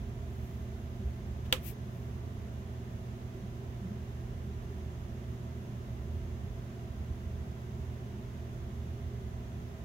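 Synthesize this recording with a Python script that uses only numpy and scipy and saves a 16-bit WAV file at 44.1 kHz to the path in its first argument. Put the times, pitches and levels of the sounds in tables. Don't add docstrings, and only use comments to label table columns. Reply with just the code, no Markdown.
import sys
import numpy as np
from scipy import signal
from scipy.fft import rfft, irfft
from scipy.io import wavfile
from scipy.ndimage import uniform_filter1d

SR = 44100
rng = np.random.default_rng(int(sys.argv[2]) if len(sys.argv) > 2 else 0)


def dump_mix(stems):
    frames = np.atleast_2d(stems).T
    limited = np.clip(frames, -1, 1)
    pcm = np.round(limited * 32767).astype(np.int16)
    wavfile.write(sys.argv[1], SR, pcm)


N = 433944
TIME = np.arange(N) / SR
FREQS = np.maximum(np.fft.rfftfreq(N, 1 / SR), 1)

# f/Hz, level/dB
HUM_TONES = [(119.98, -45.5), (239.96, -55.5)]
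# f/Hz, nominal width/Hz, relative level/dB
RUMBLE_RESONANCES = [(27.8, 2, -23), (51, 7.2, -8), (65.8, 4.9, -4), (76.9, 7, -1), (88.3, 17, -9)]
# t/s, level/dB
RUMBLE_SWELLS = [(0.0, -41), (1.17, -43), (1.32, -39.5), (1.95, -47.5), (2.13, -42), (3.36, -47.2),
                 (4.68, -41), (5.85, -46.5), (6.09, -38), (6.51, -41), (6.75, -50.5), (6.96, -39.9),
                 (7.38, -39), (7.62, -47.5), (7.86, -39), (8.04, -47), (8.91, -40.5), (9.83, -45.5)]
# f/Hz, nominal width/Hz, relative level/dB
DRONE_RESONANCES = [(114, 20, 2.5), (141.8, 32, 1), (178, 45, -4.5), (207.8, 29.5, 1.5), (351, 40, -7.5),
                    (385.5, 62, -5), (565, 84, -18), (664, 67, -11.5), (764, 25, -17)]
# f/Hz, relative level/dB per Hz
AIR_COLOUR = [(20, -3.5), (260, 2), (450, -3.5), (850, -6), (1050, -5), (1450, -9.5), (1900, -11),
              (2400, -14), (3400, -15.5), (4400, -21.5), (6600, -20.5), (8500, -29.5), (12000, -26),
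              (15800, -29)]
# f/Hz, nominal width/Hz, relative level/dB
WHISTLE_RESONANCES = [(1027, 30, 4), (1620, 42, -4.5), (1780, 32, -3.5), (2020, 64, -2.5),
                      (2820, 100, -10.5), (3440, 74, -18), (6370, 240, -12)]
# f/Hz, likeness (1 same, 0 unrelated, -1 opposed)
STEREO_LIKENESS = [(140, .99), (210, 0.97), (330, 0.95), (500, 0.77), (770, 0.088), (1170, -0.43),
                   (1790, 0.02), (15000, -0.052)]
# f/Hz, left over right/dB
STEREO_BALANCE = [(100, -3.5), (160, 0), (270, -0.5), (1220, -0.7), (2010, -3), (3330, -3), (6500, -3),
                  (9080, -1), (13000, 3.5)]
# t/s, level/dB, length/s
CLOTH_STROKES = [(.46, -66, 0.14), (1.677, -42, 0.027), (1.98, -69, .08)]
# f/Hz, relative level/dB per Hz
CLOTH_COLOUR = [(900, -28), (1700, -11), (2400, -0.5), (4000, -9), (6500, -8.5), (10000, -8), (12000, 1),
                (15500, 0.5), (17000, -10)]
# t/s, level/dB before panning, f/Hz, length/s
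WHEEL_BUMPS = [(1.005, -38.5, 209, 0.0094), (1.066, -25.5, 69.6, 0.015), (3.444, -35.5, 185, 0.0078),
               (3.83, -41, 195, 0.0095), (3.862, -36.5, 176, 0.011), (3.917, -38, 196, 0.0084)]
# t/s, level/dB
JAW_CONTACTS = [(1.5254, -7), (1.526, -0.5)]
# f/Hz, level/dB relative to the contact, t60/s, left over right/dB
SNIP_RINGING = [(516, -27.5, 0.1, 3), (816, -35, 0.072, -15), (1400, -30, 0.023, -10),
                (1704, -27.5, 0.024, -8), (2100, -29.5, .018, -1), (2440, -20.5, 0.015, 0),
                (2830, -20, 0.018, -1), (3300, -19, 0.014, -8), (3770, -20.5, 0.015, -13.5),
                (4590, -23.5, 0.011, 6.5), (6300, -31, .008, 8), (7800, -23.5, 0.0065, 10),
                (14300, -24, .007, 11)]
# f/Hz, relative level/dB per Hz
CRACK_COLOUR = [(150, -22), (500, -19), (1000, -4), (3000, 9), (4600, -7), (6500, -8.5), (10500, -16),
                (14500, 1), (17000, -10)]
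# f/Hz, relative level/dB per Hz
SCATTER_COLOUR = [(150, 6.5), (480, 0.5), (700, -8), (1000, 1), (1600, -1), (2300, 0.5), (3100, 2.5),
                  (3800, -2.5), (4600, -10), (7500, -11), (10500, -15.5), (14500, -13), (17000, -19)]


def from_db(db):
    return 10 ** (np.asarray(db) / 20)


def rms_one(x):
    return x / np.sqrt(np.mean(x ** 2) + 1e-20)


def in_time(rows):
    return np.interp(TIME, *np.transpose(rows))


def over_hz(points):
    hz, values = np.transpose(points)
    return np.interp(np.log(FREQS), np.log(hz), values)


def pan(left_db):
    return from_db(np.array([[.5], [-.5]]) * left_db)


def swell(s, length_s):
    return np.exp(-.5 * ((TIME - s) / length_s) ** 2)


def dying(age, t60):
    return (age >= 0) * from_db(-60 * np.clip(age / t60, 0, 5))


def hiss(spectrum):
    white = rfft(rng.standard_normal((2, N)))
    return rms_one(irfft(white * from_db(over_hz(spectrum)), N))


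def resonances(modes):
    power = 0
    for hz, width, db in modes:
        peak = from_db(db) / (1 + ((FREQS - hz) / (0.61 * width)) ** 2)
        power = power + peak ** 2
    return np.sqrt(power)


def rippled(depth):
    delays_s = rng.uniform(0.00202, .025, (12, 2, 1))
    coarse = FREQS[::16]
    echoes = np.exp(-2j * np.pi * coarse * delays_s).sum(axis=0)
    gains = np.abs(1 + depth * echoes)
    return np.array([np.interp(FREQS, coarse, gain) for gain in gains])


def diffuse(gain):
    mid, side = rfft(rng.standard_normal((2, N)))
    alike = np.clip(over_hz(STEREO_LIKENESS), -1, 1)
    pair = np.sqrt(1 + alike) * mid + np.sqrt(1 - alike) * side * [[1], [-1]]
    return rms_one(irfft(pair * gain * pan(over_hz(STEREO_BALANCE)), N))


def machine_hum(pan_db):
    hum = 0
    for hz, db in HUM_TONES:
        cycles = hz * TIME + rng.random()
        hum = hum + from_db(db) * np.sqrt(2) * np.sin(2 * np.pi * cycles)
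    return hum * pan(pan_db)


def machine_rumble(trim_db, steady_s):
    rumble = diffuse(resonances(RUMBLE_RESONANCES))
    power = np.mean(rumble ** 2, axis=0)
    rumble /= np.sqrt(uniform_filter1d(power, size=int(steady_s * SR)))
    return rumble * from_db(in_time(RUMBLE_SWELLS) + trim_db)


def machine(rumble_db, drone_db, air_db, whistle_db, hum_pan_db):
    hum = machine_hum(hum_pan_db)
    rumble = machine_rumble(rumble_db, steady_s=.2)
    drone = from_db(drone_db) * diffuse(resonances(DRONE_RESONANCES))
    air = from_db(air_db) * diffuse(from_db(over_hz(AIR_COLOUR)) * rippled(depth=0.095))
    whistle = from_db(whistle_db) * diffuse(resonances(WHISTLE_RESONANCES))
    return hum + rumble + drone + air + whistle


def cloth(left_db):
    sliding = sum(from_db(db) * swell(s, length) for s, db, length in CLOTH_STROKES)
    return sliding * hiss(CLOTH_COLOUR) * from_db([[0], [-left_db]])


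def bumps(left_db):
    pushes = 0
    for s, db, hz, length in WHEEL_BUMPS:
        tone = np.cos(2 * np.pi * hz * (TIME - s))
        pushes = pushes + from_db(db) * swell(s, length) * tone
    return pan(left_db) * pushes


def bite(s, length_s, level_db):
    return from_db(level_db) * hiss(SCATTER_COLOUR) * swell(s, length_s)


def snip(crack_db, crack_t60, crack_pan_db, right_lag_s):
    out = np.zeros((2, N))
    crack_noise = hiss(CRACK_COLOUR) * pan(crack_pan_db)
    for s, strength_db in JAW_CONTACTS:
        start = int(s * SR)
        span = slice(start, start + SR // 5)
        age = TIME[span] - s - np.array([[0], [right_lag_s]])
        ring = 0
        for k, (hz, db, t60, left_db) in enumerate(SNIP_RINGING):
            sign = (-1) ** k
            tone = np.sin(2 * np.pi * hz * age) * dying(age, t60)
            ring = ring + sign * from_db(db) * pan(left_db) * tone
        crack = from_db(crack_db) * crack_noise[:, span] * dying(age, crack_t60)
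        out[:, span] += from_db(strength_db) * (ring + crack)
    return out


def scatter(start_s, t60, level_db, left_db, bright_left_db):
    lean = pan(over_hz([(4000, left_db), (14000, bright_left_db)]))
    echoes = irfft(rfft(hiss(SCATTER_COLOUR)) * lean, N)
    return from_db(level_db) * echoes * dying(TIME - start_s, t60)


def scene():
    background = machine(rumble_db=0.36, drone_db=-46.5, air_db=-54, whistle_db=-70.5, hum_pan_db=-3.5)
    handling = cloth(left_db=28) + bumps(left_db=-1.5)
    scrape = bite(s=1.462, length_s=0.0071, level_db=-56.5)
    click = snip(crack_db=-21.5, crack_t60=0.018, crack_pan_db=4.5, right_lag_s=.00009)
    bench = scatter(start_s=1.527, t60=.042, level_db=-24.5, left_db=-4, bright_left_db=6)
    room = scatter(start_s=1.534, t60=0.15, level_db=-33.5, left_db=-5.5, bright_left_db=6)
    return background + handling + scrape + click + bench + room


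def record(dry):
    low_pass = signal.ellip(12, .1, 80, 15850, fs=SR, output="sos")
    return signal.sosfilt(low_pass, dry)


dry = scene()
out = record(dry)
dump_mix(out)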